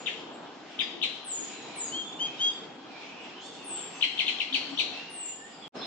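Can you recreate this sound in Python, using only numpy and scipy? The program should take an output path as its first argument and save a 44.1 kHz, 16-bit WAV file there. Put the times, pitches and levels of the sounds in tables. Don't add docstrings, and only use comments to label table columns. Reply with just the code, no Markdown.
import sys
import numpy as np
from scipy import signal
from scipy.io import wavfile
from scipy.ndimage import uniform_filter1d, map_coordinates

SR = 44100
rng = np.random.default_rng(int(sys.argv[2]) if len(sys.argv) > 2 else 0)


def digitize_waveform(pressure):
    field = np.atleast_2d(pressure).T
    bounded = np.clip(field, -1, 1)
    quanta = np.round(bounded * 32767).astype(np.int16)
    wavfile.write(sys.argv[1], SR, quanta)


def voltage_ratio(decibels):
    exponent = np.asarray(decibels, float) / 20
    return 10 ** exponent


N = 258423
LEAD = SR // 4
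NEW_PLACE_S = 5.71


def at_hz(points, hz):
    curve_hz, curve_db = np.transpose(points)
    return np.interp(np.log(hz), np.log(curve_hz), curve_db)


def drift(rate):
    r = np.exp(-80 * np.pi * rate / SR)
    slow = signal.lfilter([1], [1, -2 * r, r * r], rng.standard_normal(N // 40 + 2002))[2000:]
    slow = slow / np.sqrt(np.mean(slow ** 2) + 1e-20)
    return np.interp(np.arange(N) / 40, np.arange(len(slow)), slow)


def waver(count, rate):
    knots = rng.standard_normal(140)
    return map_coordinates(knots, [np.minimum(np.arange(count) / SR * rate, 138)], order=3)


def span(length_s):
    return np.linspace(0, 1, round(length_s * SR))


def pan(db):
    return voltage_ratio(np.array([[db], [-db]]) / 2)


def side_lag(track, count):
    return np.stack([track[0], np.roll(track[1], count)])


def add(track, start_s, hz, gain, partials=((1, 0),), pan_db=0, edge_s=0.011):
    phase = 2 * np.pi * (np.cumsum(hz) / SR + rng.random())
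    age = np.arange(len(hz)) / SR
    edges = np.clip(np.minimum(age, age[::-1]) / edge_s, 0, 1)
    note = gain * edges * sum(voltage_ratio(db) * np.sin(k * phase) for k, db in partials)
    at = round(start_s * SR) + LEAD
    note = note[:track.shape[1] - at]
    track[:, at:at + len(note)] += pan(pan_db) * note


def scatter(track, t60, late_db, gap_s):
    age = np.arange(int(1.4 * SR)) / SR
    shape = voltage_ratio(-60 * age / t60) + voltage_ratio(late_db - 60 * age / (3.61 * t60))
    noise = rng.standard_normal((2, len(age)))
    dull = signal.sosfiltfilt(signal.butter(4, 8300, fs=SR, output="sos"), noise)
    echo = dull + (noise - dull) * voltage_ratio(-60 * age / 0.61)
    echo = echo * shape * np.clip(age / gap_s - 1, 0, 1)
    echo /= np.sqrt(np.sum(echo ** 2, axis=1, keepdims=True))
    return signal.fftconvolve(track, echo, axes=1)[:, :track.shape[1]]


def burst(track, length_s):
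    age = np.arange(600) / SR
    echo = rng.standard_normal((2, len(age))) * np.exp(-age / length_s)
    echo /= np.sqrt(np.sum(echo ** 2, axis=1, keepdims=True))
    return signal.oaconvolve(track, echo, axes=1)[:, :track.shape[1]]


def seeper():
    # (time [s], length [s], end pitch [Hz], level [dB], slowing of the fall [exponent])
    seeps = [
        (-.2, 0.2, 6780, -48.5, 2.34),
        (1.24, 0.17, 6734, -36, 2.6),
        (1.753, 0.12, 6640, -36, 2.5),
        (3.636, 0.18, 7388, -38.5, 2.3),
        (5.092, .24, 6975, -40.5, 1.67),
    ]
    start_hz, flick_hz, flick_s = 9360, 702, .012
    peak_at = 0.67
    voice = np.zeros((2, N + LEAD))
    for s, length_s, end_hz, db, bend in seeps:
        x = span(length_s)
        hz = end_hz + (start_hz - end_hz) * (1 - x) ** bend
        hz += flick_hz * np.exp(-x * length_s / flick_s)
        swell_db = -16 * np.maximum(1 - x / peak_at, 0) ** 3.67
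        fade_db = -7 * np.maximum((x - peak_at) / (1 - peak_at), 0) ** 2
        add(voice, s, hz, np.sqrt(2) * voltage_ratio(db + swell_db + fade_db), ((1, 4), (2, -44)), pan_db=2.7)
    echoes = scatter(voice, t60=0.56, late_db=-18.0, gap_s=0.00033)
    return voltage_ratio(-7) * side_lag(voice, count=-3) + voltage_ratio(-3.0) * echoes


def banded_noise(spectrum, patchy_db):
    # (pitch [Hz], left-right likeness [-1 to 1])
    likeness = [(30, 0.99), (70, 0.96), (150, 0.99), (400, 0.77), (800, 0.57), (1600, 0.58), (4000, 0.036)]
    low_hz, high_hz = spectrum[0][0], min(spectrum[-1][0], 11000)
    edges = np.geomspace(low_hz, high_hz, round(3 * np.log2(high_hz / low_hz)) + 1)
    out, together, white = 0, drift(2.26), rng.standard_normal((2, 2, N))
    for k, (low, high) in enumerate(zip(edges, edges[1:])):
        band = signal.butter(2, [low, high], "band", fs=SR, output="sos")
        mid, side = signal.sosfilt(band, white[k % 2])
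        hz = np.sqrt(low * high)
        alike = np.clip(at_hz(likeness, hz), -1, 1)
        gain = voltage_ratio(at_hz(spectrum, hz) + patchy_db * (1.1 * together + drift(5.5)))
        out = out + gain * (np.sqrt(1 + alike) * mid + np.sqrt(1 - alike) * side * [[1], [-1]])
    return out / np.sqrt(np.mean(out.mean(axis=0) ** 2) + 1e-20)


def traffic():
    # (pitch [Hz], level [dB per Hz])
    rumble = [(15, -72), (25, -33.5), (75, -28.5), (94, -26.5), (154, -11), (199, -4), (253, -10.5),
              (285, -0.5), (350, -4.5), (476, -5.5), (537, -10.5), (756, -6), (1500, -14.5), (1950, -51.5),
              (3300, -120)]
    t = np.arange(N) / SR
    passing_db = 3 * np.exp(-((t - 4.71) / 0.29) ** 2)
    level_db = np.where(t < NEW_PLACE_S, -46 - 0.54 * t + passing_db, -43)
    return side_lag(voltage_ratio(level_db) * pan(0.46) * banded_noise(rumble, patchy_db=1.45), count=3)


def leaves():
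    # (pitch [Hz], level [dB per Hz])
    leaf_tone = [(710, -2), (1200, -15.5), (1380, -11.5), (1870, -2), (2060, -7), (2550, -2.5), (3200, -2),
                 (3520, -9.5), (4380, -6), (5500, -13.5), (9710, -31), (12600, -77.5), (21400, -120)]
    # (time [s], level [dB])
    breeze = [(0, -50), (.45, -54.5), (1.6, -50.5), (2.5, -51), (3, -51.5), (4.2, -49.5), (5.2, -51.5),
              (5.45, -55), (5.66, -52.5)]
    t = np.arange(N) / SR
    level_db = np.where(t < NEW_PLACE_S, np.interp(t, *np.transpose(breeze)), -48)
    return voltage_ratio(level_db) * pan(0.55) * banded_noise(leaf_tone, patchy_db=1.64)


def drone():
    # pitch [Hz], width [Hz], level [dB]
    resonance = (772, 30, -59.5)
    hz, width_hz, db = resonance
    r = np.exp(-np.pi * width_hz / SR)
    poles = [1, -2 * r * np.cos(2 * np.pi * hz / SR), r * r]
    hum = signal.lfilter([1, 0, -1], poles, rng.standard_normal(N))
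    return voltage_ratio(db + 1.6 * drift(1.9)) * hum / np.sqrt(np.mean(hum ** 2) + 1e-20)


def thrush():
    # (time of the pitch top [s], level [dB], start [Hz], top [Hz], head turned away [0-1])
    chucks = [(0.066, -17, 2393, 3885, .45), (.796, -13, 2240, 3935, 0.02), (1.023, -12, 2367, 4317, 0),
              (4.019, -13.5, 2080, 4450, 1), (4.186, -13, 2278, 4458, 0.88),
              (4.274, -13.5, 2580, 4404, 0.5), (4.395, -15.5, 2904, 4490, 0.8),
              (4.536, -11.5, 2780, 4719, 0.67), (4.784, -11, 2585, 4620, 0.19)]
    # (delay [s], left [dB], right [dB])
    trunks = [
        (0.013, -15, -25),
        (0.014, -11, -8.5),
        (.023, -11, -29),
        (0.035, -37, -17),
    ]
    # (pitch [Hz], level [dB])
    through_leaves = [(1500, -7), (2000, -18), (2500, -5), (3200, -6.5), (3700, -6.5), (4000, -31),
                      (4500, -17), (6000, -11), (7000, -54)]
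    # (pitch [Hz], level [dB])
    toward_trunks = [(1500, -15.5), (2000, -12), (2600, -7.5), (3100, -6), (3700, -5.5), (4400, -3.5),
                     (5200, -6), (6500, -1), (8500, -4.5), (11000, 3)]
    direct, thrown = np.zeros((2, 2, N + LEAD))
    for top_s, db, start_hz, top_hz, turn in chucks:
        height_khz, end_hz = (top_hz - 3850) / 1000, .39 * top_hz
        rise_s, bend = .0075 + .007 * height_khz, 1.45 - .95 * height_khz
        t = np.arange(-rise_s, .034, 1 / SR)
        rising = top_hz + (start_hz - top_hz) * (np.maximum(-t, 0) / rise_s) ** bend
        falling = end_hz + (top_hz - end_hz) * np.exp(-t / .011)
        hz = uniform_filter1d(np.where(t < 0, rising, falling), size=150, mode="nearest")

        effort = np.exp(-((t - .004) / np.where(t < .004, .015, .019)) ** 2)
        upstroke_db = -2.5 * np.clip(-t / 0.0003, 0, 1)
        low_end_db = (-5.5 + 9.5 * turn) * np.clip(t / 0.026, 0, 1)
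        effort *= voltage_ratio(upstroke_db + low_end_db + 2 * waver(len(t), 444))

        overtone_db = -13.5 - 3.5 * turn - 15 * np.exp(-((t - .003) / .0075) ** 4)
        hollow_db = -10.5 * turn * np.exp(-((hz - 3724) / 313) ** 2)
        ridge_db = 6 * turn * np.exp(-((hz - 3050) / 220) ** 2)
        turned = voltage_ratio(hollow_db + ridge_db)
        paths = ((direct, through_leaves, np.where(t < 0, 1, turned)), (thrown, toward_trunks, turned))
        for track, colour, shade in paths:
            second_db = overtone_db - 30 * (t < 0) * (track is direct)
            levels_db = (0, second_db, overtone_db - 18)
            partials = [(k, level_db + at_hz(colour, k * hz)) for k, level_db in enumerate(levels_db, 1)]
            add(track, top_s - rise_s, hz, voltage_ratio(db) * effort * shade, partials, edge_s=.3 * rise_s)

    out = direct * voltage_ratio([[0], [-11]])
    twigs = np.roll(burst(direct, length_s=.011), round(.002 * SR), axis=1)
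    out += voltage_ratio([[-1], [-10]]) * twigs
    for delay_s, *db in trunks:
        echo = np.roll(burst(thrown, length_s=0.00031), round(delay_s * SR), axis=1)
        out += voltage_ratio(db)[:, None] * echo
    tail = scatter(thrown, t60=0.23, late_db=-2.5, gap_s=.008)
    return side_lag(out, count=4) + voltage_ratio([[-3.5], [-8.5]]) * tail


def glide(track, s, length_s, start_hz, end_hz, db, pan_db):
    x = span(length_s)
    hz = (start_hz + (end_hz - start_hz) * x) * (1 + .011 * waver(len(x), 60))
    gain = voltage_ratio(db + 3 + 2 * waver(len(x), 70))
    add(track, s, hz, gain, pan_db=pan_db, edge_s=min(.012, length_s / 3))


def far_birds(new_place):
    # (time [s], length [s], start [Hz], end [Hz], level [dB])
    far_notes = [(0.325, 0.039, 7800, 7120, -58), (1.828, 0.14, 5040, 4190, -52.5),
                 (2.03, 0.11, 3523, 3470, -47), (2.367, 0.21, 3726, 3560, -48.5),
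                 (2.499, 0.059, 4930, 4630, -49.5), (2.5, 0.073, 8230, 7100, -58),
                 (3.204, .06, 7900, 7250, -63), (3.922, 0.052, 2720, 2554, -46.5),
                 (3.944, 0.042, 6330, 6100, -52), (3.985, 0.021, 4630, 4530, -49),
                 (4.493, .05, 2450, 2400, -45), (4.69, 0.052, 7700, 7280, -59),
                 (4.755, 0.064, 5675, 6100, -48.5), (4.906, .19, 2610, 2845, -45.5),
                 (5.087, 0.25, 2847, 2814, -50), (5.351, 0.14, 1710, 1903, -54.5),
                 (5.756, .1, 5200, 5160, -48), (5.613, 0.059, 3525, 3050, -46),
                 (5.808, 0.04, 3280, 4140, -36.5), (5.804, 0.02, 4140, 4200, -39.5)]
    # (time [s], length [s], pitch [Hz], level [dB])
    hoots = [
        (0.922, 0.047, 341.5, -43.5),
        (1.379, 0.039, 305, -44.5),
        (4.504, 0.037, 270.5, -44),
        (4.679, 0.05, 283, -40),
        (4.793, 0.043, 294, -47),
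    ]
    # (time [s], length [s], start [Hz], end
    # [Hz], level [dB])
    warblers = [(0.805, 0.048, 4940, 4700, -45), (1.498, 0.31, 2800, 2270, -53),
                (1.502, 0.4, 3946, 3914, -54.5), (2.204, 0.16, 2480, 2540, -51.5),
                (2.88, 0.2, 2483, 2205, -51), (3.039, .25, 2350, 2760, -51.5),
                (3.273, 0.17, 2450, 3500, -50.5), (3.451, .15, 3460, 3470, -54),
                (3.68, 0.19, 3320, 3280, -51.5), (3.556, 0.28, 2780, 2750, -52.5),
                (5.496, 0.13, 4680, 4870, -57)]
    # (time [s], length [s], pitch [Hz], level [dB])
    nasal = [
        (3.4, 0.083, 898, -54),
        (3.518, 0.13, 895, -59.5),
        (3.68, 0.12, 902, -60),
    ]
    # (multiple of the pitch, level [dB])
    nasal_partials = [(3, -22), (4, 4), (5, 1), (6, -3), (7, -4), (8, 1), (9, -4)]
    voice = np.zeros((2, N + LEAD))
    for note in far_notes:
        if (note[0] > NEW_PLACE_S) == new_place:
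            glide(voice, *note, pan_db=-3)
    for s, length_s, start_hz, end_hz, db in warblers:
        if (s > NEW_PLACE_S) == new_place:
            x = span(length_s)
            hz = start_hz + (end_hz - start_hz) * x + 145 * waver(len(x), 120)
            gain = np.sqrt(2) * voltage_ratio(db + 2.5 * waver(len(x), 29.7))
            add(voice, s, hz, gain, edge_s=min(0.021, length_s / 3))
    if not new_place:
        for s, length_s, hz, db in hoots:
            glide(voice, s, length_s, hz, hz, db, pan_db=7.5)
        for s, length_s, hz, db in nasal:
            age = np.arange(0, length_s, 1 / SR)
            slide = hz * (1.01 - .12 * age - .2 * np.exp(-age / 0.017))
            slide *= 1 + 0.011 * waver(len(age), 40)
            add(voice, s, slide, voltage_ratio(db + 2 + 3.5 * waver(len(age), 77)), nasal_partials)
    return voltage_ratio(-7) * voice + voltage_ratio(-2) * scatter(voice, t60=.35, late_db=-14, gap_s=.003)


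def whistler():
    # (time [s], length [s], top of the strongest partial [Hz], level [dB], upper partials [dB])
    whistles = [
        (1.907, 0.14, 3238, -33, -12),
        (2.183, 0.11, 3236, -29, -1.5),
        (2.383, .148, 3303, -25, -1),
    ]
    # (multiple of the pitch, level [dB])
    whistle_partials = [(1, 0.5), (1.5, -21.5), (2, -17.5), (2.5, -41), (3, -51)]
    top_at = 0.595
    voice = np.zeros((2, N + LEAD))
    for s, length_s, top_hz, db, upper_db in whistles:
        x = span(length_s)
        before, after = (top_at - x) / top_at, (x - top_at) / (1 - top_at)
        hz = top_hz * (1 - np.where(before > 0, .04 * before ** 2, 0.055 * after ** 2))
        hz *= 1 - .12 * np.exp(-x * length_s / .02)
        ends_db = -23 * np.abs(2 * x - 1) ** 3.24
        level_db = db + ends_db + waver(len(x), 78)
        partials = [(k, part_db + upper_db * (k > 1)) for k, part_db in whistle_partials]
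        add(voice, s, hz, np.sqrt(2) * voltage_ratio(level_db), partials, pan_db=3.0)
    echoes = scatter(voice, t60=0.22, late_db=-5, gap_s=0.0022)
    return voltage_ratio(-0.5) * side_lag(voice, count=3) + voltage_ratio(-10.5) * echoes


def dropout():
    t = np.arange(N) / SR
    cut_s = 5.68
    trace = voltage_ratio(-37.5 - 1500 * np.maximum(t - cut_s, 0))
    back = (t > 5.722) * voltage_ratio(1200 * np.minimum(t - 5.755, 0))
    return np.where(t < cut_s, 1, trace + back)


def scene():
    t = np.arange(N) / SR
    first = seeper() + thrush() + far_birds(False) + whistler()
    birds = np.where(t < NEW_PLACE_S, first[:, LEAD:], far_birds(True)[:, LEAD:])
    return birds + traffic() + leaves() + drone()


def drop_faint_treble(x):
    # (pitch [Hz], level [dB per bin])
    faint_treble = [(6000, -130), (7600, -104), (8200, -91), (9000, -91), (10000, -97), (15000, -99.5)]
    hz, _, frames = signal.stft(x, SR, nperseg=2048)
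    power = (np.abs(frames[:, :1024]) ** 2).reshape(2, 64, 16, -1).mean(axis=(0, 2))
    limit = voltage_ratio(at_hz(faint_treble, hz[8:1024:16]))[:, None] ** 2
    keep = power ** 4 / (power ** 4 + limit ** 4)
    frames[:, :1024] *= np.repeat(keep, 16, axis=0)
    return signal.istft(frames, SR, nperseg=2048)[1][:, :N]


def roll_off(x):
    return signal.sosfilt(signal.butter(12, 15300, fs=SR, output="sos"), x)


def record(dry):
    mix = drop_faint_treble(dry) * dropout()
    return roll_off(mix)


dry = scene()
out = record(dry)
digitize_waveform(out)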